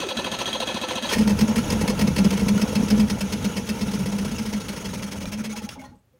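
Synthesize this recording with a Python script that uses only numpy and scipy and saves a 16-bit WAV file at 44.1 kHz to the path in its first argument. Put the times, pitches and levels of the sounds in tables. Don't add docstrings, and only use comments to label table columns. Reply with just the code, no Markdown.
import sys
import numpy as np
from scipy import signal
from scipy.fft import rfft, irfft, next_fast_len
from scipy.io import wavfile
from scipy.ndimage import uniform_filter1d, map_coordinates

SR = 44100
rng = np.random.default_rng(int(sys.argv[2]) if len(sys.argv) > 2 else 0)


def log_audio(samples):
    frames = np.atleast_2d(samples).T
    limited = np.clip(frames, -1, 1)
    pcm = np.round(limited * 32767).astype(np.int16)
    wavfile.write(sys.argv[1], SR, pcm)


def to_linear_factor(level_db):
    exponent = np.asarray(level_db, float) / 20
    return 10 ** exponent


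N = 272979

# freq_hz, density_db
AIR_SPECTRUM = [(30, -20.5), (100, -1), (300, -14), (1000, -24.5), (5000, -36), (15000, -39)]
# start_s, level_db
COOLING_TICKS = [
    (6.055, -61.5),
    (6.132, -63.5),
    (6.162, -64),
    (6.175, -68),
]
# start_s, peak_db, pitch_hz, t60_ms
LOOSE_PARTS = [(0.069, -19, 408, 59), (0.116, -22.5, 517, 90), (1.134, -10, 1840, 34),
               (1.951, -26, 2730, 27), (2.578, -14.5, 1426, 39), (3.859, -28, 142.2, 420),
               (3.969, -24, 141, 390), (5.256, -23, 2394, 26), (5.49, -43, 2190, 240),
               (5.53, -34.5, 827, 210), (5.605, -33, 840, 65), (5.659, -39, 828, 250),
               (5.69, -24, 2755, 33), (5.69, -27, 3320, 33), (5.691, -30, 4900, 36), (5.69, -35, 6500, 24),
               (5.755, -33, 840, 82), (5.769, -35, 262.5, 320), (5.785, -43, 2190, 170),
               (5.815, -35.5, 823, 190), (5.838, -36, 1030, 60), (5.835, -53, 1420, 230),
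               (5.815, -34, 1500, 34), (5.845, -51, 4230, 170), (5.795, -37, 620, 47),
               (5.84, -43, 550, 125), (5.565, -24, 976, 40), (4.932, -28, 945, 50), (5.844, -46, 1880, 140),
               (5.915, -50, 828, 180), (5.915, -43, 259, 170), (5.955, -52, 8000, 32),
               (5.985, -59.5, 8170, 49), (6.135, -51.5, 506, 120)]

# time_s, hull_load_db, whirr_db
RUNNING_LEVELS = [(1.048, -57, -41), (1.17, -26, -39.5), (1.6, -25.5, -35.5), (2.1, -25.5, -37),
                  (2.6, -26, -37), (3.05, -27.5, -38.5), (3.5, -34, -37.5), (4.1, -31, -40.5),
                  (4.5, -33, -42.5), (4.899, -34, -43.5), (5.301, -35, -52), (5.601, -42, -54),
                  (5.77, -38.5, -69), (5.87, -47, -60), (5.971, -56.5, -81.5), (6.051, -82, -84),
                  (6.19, -72, -79)]
# freq_hz, density_db
WHIRR_SPECTRUM = [(150, -11.5), (250, 3.5), (336, -18.5), (484, -2), (747, -42), (828, -5), (1110, -22.5),
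                  (4620, -24), (6540, -21), (7260, -27.5), (15900, -31.5)]
# freq_hz, density_db
HULL_SPECTRUM = [(25, -7.5), (45, -7), (80, -1), (140, -3.5), (180, -4.5), (260, -7.5), (330, -12.5),
                 (450, -58.5)]
# centre_hz, width_hz, level_db
CRANKCASE_MODES = [(1350, 120, 2), (2190, 530, -4.5), (2870, 520, -5), (3790, 460, -9), (5500, 150, -6.5),
                   (5990, 110, -2), (6610, 200, -4.5), (6845, 90, -2.5), (8650, 53, -14.5),
                   (9370, 250, -13), (10200, 160, -8.5), (10700, 140, -7.5)]

# time_s, pitch_hz
LEG_PITCH = [(1.172, 220), (1.33, 203.9), (1.62, 221.5), (2.15, 199.2), (2.98, 213.3), (3.15, 198.4),
             (3.34, 207.3), (3.61, 193), (3.81, 213.3), (3.88, 199.6), (4.28, 202.5), (4.32, 218.4),
             (4.8, 197.7), (5.31, 200.1), (5.36, 214), (5.68, 213.5)]
# centre_s, peak_db, length_ms
SLOW_BOOMS = [
    (5.085, -31, 18),
    (5.19, -27, 30),
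    (5.28, -27, 31),
    (5.402, -20, 37),
    (5.522, -24, 44),
    (5.646, -23, 24.4),
]

# port_s, port_db, other_port_db (just before), boom_db, boom_ms
FIRINGS = [(1.12, -31, -35, -29, 32), (1.294, -27.5, -25.5, -8, 28), (1.408, -24.5, -23.5, -6.5, 28),
           (1.558, -23, -60, -12.5, 34), (1.721, -23, -23, -16, 44), (1.877, -20.5, -60, -10, 17),
           (2.011, -23, -23.5, -7.5, 30.5), (2.181, -23.5, -23.5, -7.5, 33), (2.243, -25.5, -60, -6, 21),
           (2.305, -24.5, -60, -12.5, 46), (2.371, -28, -60, -16.5, 25), (2.482, -24, -40, -11, 47),
           (2.614, -24, -30.5, -8.5, 19), (2.752, -24, -60, -9.5, 23), (2.902, -23.5, -28.5, -7.5, 40.5),
           (2.996, -26.5, -30, -42, 20), (3.098, -25, -31, -14.5, 40), (3.207, -25.5, -34, -15.5, 46),
           (3.323, -25.5, -51, -18, 30), (3.444, -28, -37, -14.5, 28), (3.565, -28.5, -60, -16, 28),
           (3.688, -27, -31.5, -14.5, 28), (3.81, -29, -32, -14, 23), (3.933, -30, -29.5, -13.5, 20)]
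# port_s, port_db, throat_pop_db, boom_db, boom_ms
MISFIRES = [(1.157, -60, -23.5, -13.5, 10), (1.181, -29, -70, -8.5, 37), (1.206, -32.5, -21, -41, 20),
            (1.245, -60, -79, -10.5, 42), (1.335, -60, -60, -19.5, 17), (1.374, -36.5, -62, -49.5, 20),
            (1.478, -27, -63, -11, 28), (1.579, -24.5, -60, -37.5, 16), (1.77, -60, -60, -20, 30),
            (1.809, -25.5, -60, -20, 7.9), (1.829, -60, -60, -11, 4.2), (1.895, -25, -60, -44, 21.6),
            (1.976, -39.5, -60, -35.5, 15), (2.072, -26, -60, -9, 10.4), (2.322, -28.5, -61.5, -44, 20),
            (2.393, -30, -60, -38, 20.6), (2.415, -60, -22, -10, 17), (2.459, -60, -25, -12, 9.3),
            (2.545, -39.5, -23.5, -9.5, 18), (2.576, -31, -30, -19.5, 25.2), (2.678, -31.5, -25, -23, 5.1),
            (2.719, -33, -60, -36, 24), (2.788, -39.5, -27, -10.5, 14), (2.822, -38, -25, -8, 7.2),
            (2.872, -60, -30, -19, 15), (2.958, -39, -60, -41, 20), (2.972, -60, -26, -10, 71),
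            (3.378, -52, -32, -31, 25), (3.495, -48, -30, -22.5, 23), (3.747, -40, -28, -22, 19.7),
            (3.867, -33, -30, -17, 26.5)]
# port_s, port_db, boom_db, boom_ms
COASTING_TURNS = [(3.991, -32, -15.5, 28), (4.057, -29, -18.5, 30), (4.118, -30.5, -14.5, 37),
                  (4.182, -29.5, -16.5, 47), (4.247, -29.5, -19.5, 31), (4.312, -30.5, -21.5, 24),
                  (4.382, -30, -17.5, 33), (4.454, -30, -19.5, 33), (4.527, -30, -18, 42),
                  (4.602, -32.5, -47, 30), (4.683, -29, -21.5, 28), (4.762, -31, -23.5, 15.3),
                  (4.847, -30.5, -24, 41), (4.933, -30.5, -24, 51), (5.022, -30.5, -23, 36),
                  (5.113, -31, -26, 34.4), (5.206, -32.5, -25, 36.6), (5.319, -29.5, -23, 40),
                  (5.439, -30, -23, 43), (5.559, -31.5, -25, 30), (5.689, -60, -47, 23.6)]
# start_s, level_db, length_ms
LAST_BREATHS = [
    (5.696, -42.5, 51),
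    (5.79, -52.5, 45),
    (5.838, -53, 28),
    (5.88, -72, 58),
]
# start_s, level_db
THROAT_POPS = [(1.123, -22), (1.28, -24), (1.299, -19.5), (1.315, -32), (1.39, -22), (1.415, -28.5),
               (1.483, -22.5), (1.505, -30), (1.563, -25.5), (1.582, -22), (1.707, -25.0), (1.727, -17.5),
               (1.811, -19.5), (1.852, -29.0), (1.882, -20.5), (1.902, -17.5), (1.916, -27.5),
               (1.991, -21.0), (2.013, -27.0), (2.05, -32), (2.075, -21), (2.114, -31), (2.162, -21),
               (2.184, -20), (2.244, -22.5), (2.314, -24.0), (2.331, -21), (2.374, -20.5), (2.487, -27.0),
               (2.504, -25.5), (2.593, -21.5), (2.635, -27.5), (2.702, -26), (2.727, -23), (2.754, -26),
               (2.775, -24), (2.905, -31), (2.926, -21), (2.942, -26), (2.994, -37), (3.02, -32),
               (3.099, -28.5), (3.151, -33), (3.18, -32), (3.205, -29), (3.231, -30), (3.259, -30.0),
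               (3.321, -25), (3.355, -29), (3.395, -34.0),
               (3.443, -27), (3.476, -35), (3.563, -25), (3.578, -26), (3.597, -32), (3.686, -31),
                (3.721, -32), (3.809, -26), (3.84, -36), (3.934, -28.0), (3.995, -29.5), (4.057, -26.5),
                (4.085, -34), (4.119, -30), (4.148, -40), (4.186, -28.5), (4.247, -29.5), (4.312, -32.5),
                (4.381, -28.5), (4.451, -29), (4.526, -27), (4.572, -35.0), (4.604, -35.0), (4.642, -34),
                (4.683, -30.0), (4.767, -37.5), (4.802, -35.0), (4.845, -29), (4.866, -42), (4.887, -38),
                (4.93, -34), (4.955, -45), (4.977, -43), (5.024, -35), (5.058, -40), (5.119, -37.0),
                (5.17, -46), (5.213, -46), (5.256, -44), (5.304, -43), (5.321, -47), (5.34, -44),
                (5.372, -37.0), (5.445, -37), (5.493, -38.0), (5.567, -38), (5.586, -44.5), (5.617, -36.5),
                (5.643, -46), (5.69, -47)]
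# centre_hz, width_hz, level_db
THROAT_MODES = [(466, 220, 2), (971, 980, -11.5), (298, 110, -20.5), (666, 260, -15.5)]
# freq_hz, density_db
BLAST_SPECTRUM = [(530, -64), (900, 7.5), (1170, -11.5), (1320, -3.5), (2240, -1.5), (4610, -5.5),
                  (5070, 3), (7270, -9), (9930, -13), (15900, -14.5)]
# freq_hz, density_db
SIGH_SPECTRUM = [(300, -13.5), (1000, -15.5), (4600, -20.5), (6500, -15), (7200, -24), (10600, -23),
                 (11300, -31.5), (15900, -24.5)]
# centre_hz, width_hz, level_db
BLOCK_MODES = [(1880, 41, 5.5), (2185, 96, 3), (2636, 73, 3.5), (3146, 44, 1.5), (4330, 98, 1.5),
               (5300, 66, -5), (6450, 150, -2), (6540, 190, -11), (8000, 170, -8.5), (9100, 160, -7.5),
               (9770, 190, -6)]

# start_s, gear_peak_db, whine_db, boom_db
COMPRESSIONS = [(0.0014, -20.5, -30.5, -32), (0.0872, -18.5, -30, -37), (0.169, -18, -28, -21),
                (0.2428, -20, -28, -27.5), (0.3154, -19, -31, -45), (0.387, -17, -28, -30),
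                (0.4569, -19, -30, -46), (0.5292, -19, -26.5, -26), (0.601, -17, -28, -30.5),
                (0.6709, -18.5, -27.5, -31), (0.742, -19.5, -27.5, -22), (0.8131, -19, -26.5, -25),
                (0.8844, -19, -28, -29), (0.9545, -18, -28, -23.5), (1.0241, -17, -28.5, -23),
                (1.0896, -20.5, -29, -33)]
# centre_hz, width_hz, level_db
GEAR_MODES = [(1324, 15, -3.5), (1510, 31, -11.5), (1723, 21, -7.5), (2570, 63, -7.5), (3260, 170, -10),
              (3932, 110, -10.5), (4230, 37, -12.5), (4630, 98, -16), (6010, 79, -12.5), (8440, 63, -22.5),
              (9330, 90, -20), (12900, 410, -34.5)]
# centre_hz, width_hz, level_db
LOADED_MODES = [(2560, 230, -5), (3330, 200, -0.5), (4280, 76, -1.5), (3770, 300, -7)]
# centre_hz, width_hz, level_db
ARMATURE_MODES = [(535, 63, -7.5), (1760, 45, -5.5), (6484, 110, -7.5), (9370, 60, -22), (8500, 150, -20),
                  (10800, 160, -25)]
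# pitch_hz, level_db, t60_ms
PINION_RINGS = [(2583, -6.5, 40), (3280, 0.5, 63), (3845, -3, 40), (4230, -11, 30), (5900, -16.5, 48),
                (6560, -10.5, 45), (9300, -16, 44), (677, -2.5, 54), (1320, -15.5, 30)]
# freq_hz, density_db
GRIND_SPECTRUM = [(28, -26), (60, -10.5), (150, -11.5), (215, -1.5), (380, -6), (550, -8.5), (1000, -12),
                  (1600, -17), (3300, -15), (5000, -23), (15900, -42)]
# freq_hz, density_db
TOOTH_SPECTRUM = [(300, -14.5), (1500, -14), (3300, -13), (6500, -14), (9300, -19.5), (13000, -25),
                  (15900, -26)]


def unit(x):
    return x / np.sqrt(np.mean(x ** 2) + 1e-20)


def filtered(x, response):
    m = next_fast_len(N + SR // 2)
    hz = np.arange(SR // 2 + 1.)
    gain = np.interp(np.fft.rfftfreq(m, 1 / SR), hz, response(hz))
    return irfft(rfft(x, m) * gain, m)[:N]


def shape(points):
    f, db = np.transpose(points)
    return lambda hz: to_linear_factor(np.interp(np.log(hz + 1), np.log(f + 1), db))


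def modes(rows):
    def response(f):
        return sum((-1) ** k * to_linear_factor(db) * 1j * f * width / (centre * centre - f * f + 1j * f * width)
                   for k, (centre, width, db) in enumerate(rows))
    return response


def wobble(rate_hz):
    knots = rng.standard_normal(int(N * rate_hz / SR) + 4)
    return map_coordinates(knots, [np.arange(N) * rate_hz / SR])


def noise(response, gate=1, grain_db=0, patchy_db=0):
    raw = rng.standard_normal(N + 256)
    if patchy_db:
        z = signal.stft(raw, nperseg=256)[2]
        field = uniform_filter1d(rng.standard_normal(z.shape), size=3, axis=0)
        field = uniform_filter1d(field, size=7, axis=1)
        raw = signal.istft(z * to_linear_factor(patchy_db * unit(field)), nperseg=256)[1]
    raw = unit(raw[:N] * to_linear_factor(grain_db * wobble(500)))
    power = np.mean(np.abs(response(np.arange(0, SR / 2, 2.))) ** 2)
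    return filtered(raw * gate, response) / np.sqrt(power)


def add(track, start_s, piece):
    part = track[max(round(start_s * SR), 0):][:len(piece)]
    part += piece[:len(part)]


def air():
    return to_linear_factor(-64.5) * noise(shape(AIR_SPECTRUM))


def cooling_ticks():
    gate, t = np.zeros(N), np.arange(SR // 50) / SR
    for start_s, db in COOLING_TICKS:
        add(gate, start_s, to_linear_factor(db) * np.exp(-t / .002))
    return noise(shape([(9000, -30.5), (14500, 2)]), gate)


def loose_parts():
    out, t = np.zeros(N), np.arange(SR // 5) / SR
    for start_s, db, hz, t60_ms in LOOSE_PARTS:
        click = uniform_filter1d(rng.standard_normal(len(t)), size=4)
        tick = 18 / t60_ms * np.exp(-t / 0.0032) * click
        stray = 0.00003 * hz * np.cumsum(rng.standard_normal(len(t)))
        envelope = to_linear_factor(-60e3 * t / t60_ms) * (1 - np.exp(-t / 0.0071))
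        add(out, start_s, to_linear_factor(db) * (envelope * np.sin(2 * np.pi * hz * t + stray) + tick))
    return out * to_linear_factor(1.2 * wobble(170) + 1.6 * wobble(60))


def running_parts():
    throat_db = -13
    time_s, *columns = np.transpose(RUNNING_LEVELS)
    load_db, whirr_db = [np.interp(np.arange(N) / SR, time_s, c) for c in columns]
    on = np.arange(N) > time_s[0] * SR
    hull = 0.67 * noise(shape(HULL_SPECTRUM)) + 0.45 * noise(modes([(194.0, 21.0, 0)]))
    shake = to_linear_factor(load_db + 2.6 * wobble(14)) * hull
    gurgle_gate = on * to_linear_factor(load_db + throat_db + 4 * wobble(40))
    gurgle = noise(modes([(490, 130, -1), (880, 260, -4)]), gurgle_gate)
    gate = on * to_linear_factor(whirr_db + 0.79 * wobble(25.043))
    whirr = noise(shape(WHIRR_SPECTRUM), to_linear_factor(-0.5) * gate)
    intake = noise(modes(CRANKCASE_MODES), to_linear_factor(-3.5) * gate, patchy_db=3.0)
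    return shake + gurgle + whirr + intake


def boom_events():
    lag_s, rise = 0.0098, 0.55
    crank_lag_s, crank_ms = .012, 15.6
    rows = [(r[0], *r[-2:]) for r in FIRINGS + MISFIRES + COASTING_TURNS]
    driven = [(s + lag_s + rise * ms / 1000, db, ms) for s, db, ms in rows]
    cranked = [(r[0] + crank_lag_s, r[-1], crank_ms) for r in COMPRESSIONS]
    return driven + cranked + SLOW_BOOMS


def leg_booms():
    crank_hz, hum_db = 228.84, -11
    full_db, squarer = -14, 0.17
    now_s = np.arange(N) / SR
    time_s, load_db, _ = np.transpose(RUNNING_LEVELS)
    hum = np.interp(now_s, time_s, load_db, left=-90) + hum_db
    power = to_linear_factor(1.99 * (hum + 2.5 * wobble(22)))
    for centre_s, db, ms in boom_events():
        half = int(ms * SR / 700)
        t = np.arange(-half, half) / SR
        flatness = 2.44 + squarer * max(db - full_db, 0)
        swell = np.exp(-2 * np.abs(t / (ms * 0.00064)) ** flatness)
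        add(power, centre_s + t[0], to_linear_factor(2 * db - 7.0) * swell)
    hz = np.interp(now_s, *np.transpose(LEG_PITCH), left=crank_hz) * (1 + .022 * wobble(60))
    phase = 2 * np.pi * np.cumsum(hz) / SR
    column = (np.sin(phase) + .07 * np.sin(2 * phase + 2.1)) * to_linear_factor(.7 * wobble(110))
    churn = .09 * noise(modes([(210, 130, 0)]))
    return np.sqrt(power) * (column + churn + 0.12 * noise(shape(HULL_SPECTRUM)))


def starter():
    t = np.arange(SR // 10) / SR
    load, blows, whine, teeth, bite = np.zeros((5, N))
    for start_s, db, whine_db, _ in COMPRESSIONS:
        slack = np.exp(-t / 0.019) * (1 - np.exp(-t / 0.00064))
        strain = 0.26 * np.exp(-((t - .033) / 0.017) ** 2)
        release = np.exp(-(t / 0.069) ** 6)
        add(bite, start_s, to_linear_factor(db - 14.5) * np.exp(-np.abs((t - .028) / .013) ** 3))
        add(load, start_s, to_linear_factor(db - 11) * (slack + strain) * release)
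        ring = 0
        for hz, level_db, t60_ms in PINION_RINGS:
            decay = to_linear_factor(level_db + rng.normal(0, 4.6) - 41000.0 * t / t60_ms)
            ring = ring + decay * np.sin(2 * np.pi * hz * rng.normal(1, 0.0052) * t + rng.uniform(0, 5.4))
        add(blows, start_s, to_linear_factor(db - 12.0) * (1 - np.exp(-t / 0.00084)) * ring)
        add(teeth, start_s, to_linear_factor(db - 24.0) * np.exp(-t / 0.0084))
        glide = 2 * np.pi * np.cumsum(1070 - 9e5 * np.clip(t - .018, 0, .022) ** 2) / SR
        glide_env = np.exp(-np.abs((t - .029) / 0.0095) ** 3)
        add(whine, start_s, to_linear_factor(whine_db) * glide_env * np.sin(glide))
        bell = np.sin(2 * np.pi * (535 + rng.normal(0, 8.3)) * t + rng.uniform(0, 9.4))
        bell_env = np.exp(-((t - .031) / .008) ** 2) + .28 * np.exp(-((t - .045) / .011) ** 2)
        add(whine, start_s, to_linear_factor(whine_db + 0.5) * bell_env * bell)
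    bog = np.sin(np.pi * np.clip(t / 0.062, 0, 1)) * np.sin(2 * np.pi * (590 - 2300 * t) * t)
    add(whine, .015, to_linear_factor(-30.0) * bog)
    turning = to_linear_factor(2.5 * wobble(40)) * (np.arange(N) < 1.15 * SR)
    gear_gate = to_linear_factor(-1.0) * load + to_linear_factor(-47.5) * turning
    gears = noise(modes(GEAR_MODES), gear_gate, grain_db=2.0, patchy_db=2.5)
    rasp_gate = to_linear_factor(-11.0) * load + to_linear_factor(-35.0) * turning
    rasp = noise(shape(GRIND_SPECTRUM), rasp_gate, grain_db=3.0, patchy_db=-1.0)
    contact = noise(shape(TOOTH_SPECTRUM), to_linear_factor(7.5) * teeth, grain_db=1.0)
    spin = noise(modes(ARMATURE_MODES), to_linear_factor(-42.5) * turning + to_linear_factor(-25.5) * load)
    struck = blows * to_linear_factor(3.2 * wobble(400))
    return gears + rasp + contact + spin + whine + struck + noise(modes(LOADED_MODES), bite)


def second_ports():
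    half_turn, loss_db = 0.49, -6.5
    s, db = np.transpose(COASTING_TURNS)[:2]
    return list(zip(s[:-1] + half_turn * np.diff(s), db[:-1] + loss_db))


def port_openings():
    lead_s = 0.02
    puff_ms, puff_per_gap, fired_ms, ms_per_db = 3.9, 0.66, 20.9, 3.5
    rows = [r[:2] for r in FIRINGS + MISFIRES + COASTING_TURNS]
    rows += [(r[0] - lead_s, r[2]) for r in FIRINGS] + second_ports()
    s, db = np.transpose(sorted(tuple(r) for r in rows if r[1] > -56))
    gap_ms = 1000 * np.diff(s, append=s[-1] + .06)
    longest_ms = fired_ms + ms_per_db * np.clip(-26.0 - db, 0, 9)
    return np.transpose([s, db, np.minimum(puff_ms + puff_per_gap * gap_ms, longest_ms)])


def throat_pop():
    t = np.arange(SR // 10) / SR
    swell = (t / 0.0053) ** 2 * np.exp(2 - 2 * t / 0.0047)
    return swell * sum(to_linear_factor(db + rng.normal(0, 1)) * np.sin(2 * np.pi * hz * rng.normal(1, 0.029) * t)
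                       for hz, _, db in THROAT_MODES)


def exhaust():
    hard, soft, pops = np.zeros((3, N))
    t = np.arange(SR // 10) / SR
    openings = port_openings()
    for (port_s, db, ms), usual_db in zip(openings, uniform_filter1d(openings[:, 1], size=7)):
        fired = np.clip(0.71 + (db - usual_db) / 6, 0, np.clip((db + 37.5) / 11, .15, .85))
        rise = 1 - np.exp(-t / (.008 - 0.0073 * fired))
        puff = to_linear_factor(db) * rise * np.exp(-(t / (ms * 0.00082)) ** 2)
        sigh = to_linear_factor(db - 2.5) * np.exp(-np.abs(t / (ms * 0.00058) - .9) ** 4)
        add(hard, port_s - .001, fired * puff)
        add(soft, port_s - .004, (1 - fired) * sigh)
    for port_s, _, db, _, _ in MISFIRES:
        add(pops, port_s, to_linear_factor(db) * throat_pop())
    for start_s, db in THROAT_POPS:
        add(pops, start_s, to_linear_factor(db - 2.0) * throat_pop())
    overrun = np.sin(np.pi * np.clip(t / 0.059, 0, 1)) ** 0.42
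    add(hard, 1.088, to_linear_factor(-32.5) * overrun)
    add(hard, 1.128, to_linear_factor(-27.5) * np.exp(-t / 0.04))
    add(hard, 5.6895, to_linear_factor(-30) * np.exp(-t / 0.0035))
    for start_s, db, ms in LAST_BREATHS:
        add(soft, start_s, to_linear_factor(db) * np.exp(-np.abs(t / (ms * 0.00055) - 0.9) ** 2.3))
    blast = noise(shape(BLAST_SPECTRUM), to_linear_factor(-1.3) * hard, grain_db=2, patchy_db=1.5)
    ring = noise(modes(BLOCK_MODES), to_linear_factor(-3.5) * hard, grain_db=2.5, patchy_db=0.5)
    breath = noise(modes(CRANKCASE_MODES), to_linear_factor(-2.5) * soft, patchy_db=6.0)
    sighs = noise(shape(SIGH_SPECTRUM), to_linear_factor(-1.5) * soft, grain_db=1.0)
    rasp = noise(modes(THROAT_MODES), to_linear_factor(-7) * hard + to_linear_factor(-17.5) * soft, grain_db=1)
    return blast + ring + breath + sighs + rasp + pops


def shell():
    panel_hz, panel_db = 69.77, 2
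    dip_hz, dip_width_hz, dip_depth = 759, 34.3, 0.69
    knots = rng.standard_normal(2000)

    def response(hz):
        ragged_db = panel_db * map_coordinates(knots, [hz / panel_hz]) - 0.97
        dip = 1 - dip_depth / (1 + ((hz - dip_hz) / dip_width_hz) ** 2)
        return dip * to_linear_factor(ragged_db * np.clip(hz / 1000 - 1, 0, 1))
    return response


def bank_echo(motor):
    t = np.arange(SR // 5) / SR
    scatter = rng.standard_normal(len(t)) * to_linear_factor(-60 * t / 0.28) * (t > .004)
    echo = signal.fftconvolve(motor, scatter / np.linalg.norm(scatter))[:N]
    return filtered(echo, lambda hz: 1 / (1 + 1j * hz / 3000))


def scene():
    cowl = shell()
    motor = starter() + filtered(exhaust(), cowl) + loose_parts()
    background = air() + cooling_ticks() + filtered(running_parts(), cowl)
    return (background + leg_booms() + motor + to_linear_factor(-8.5) * bank_echo(motor))[None]


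def top_cut(x):
    return signal.sosfilt(signal.butter(12, 16010, fs=SR, output="sos"), x)


def record(dry):
    bass_hz, top_hz = 37, 15850
    mic = lambda hz: (hz < top_hz) / np.sqrt(1 + (bass_hz / (hz + 1)) ** 10)
    return top_cut(filtered(dry[0], mic)[None])


dry = scene()
out = record(dry)
log_audio(out)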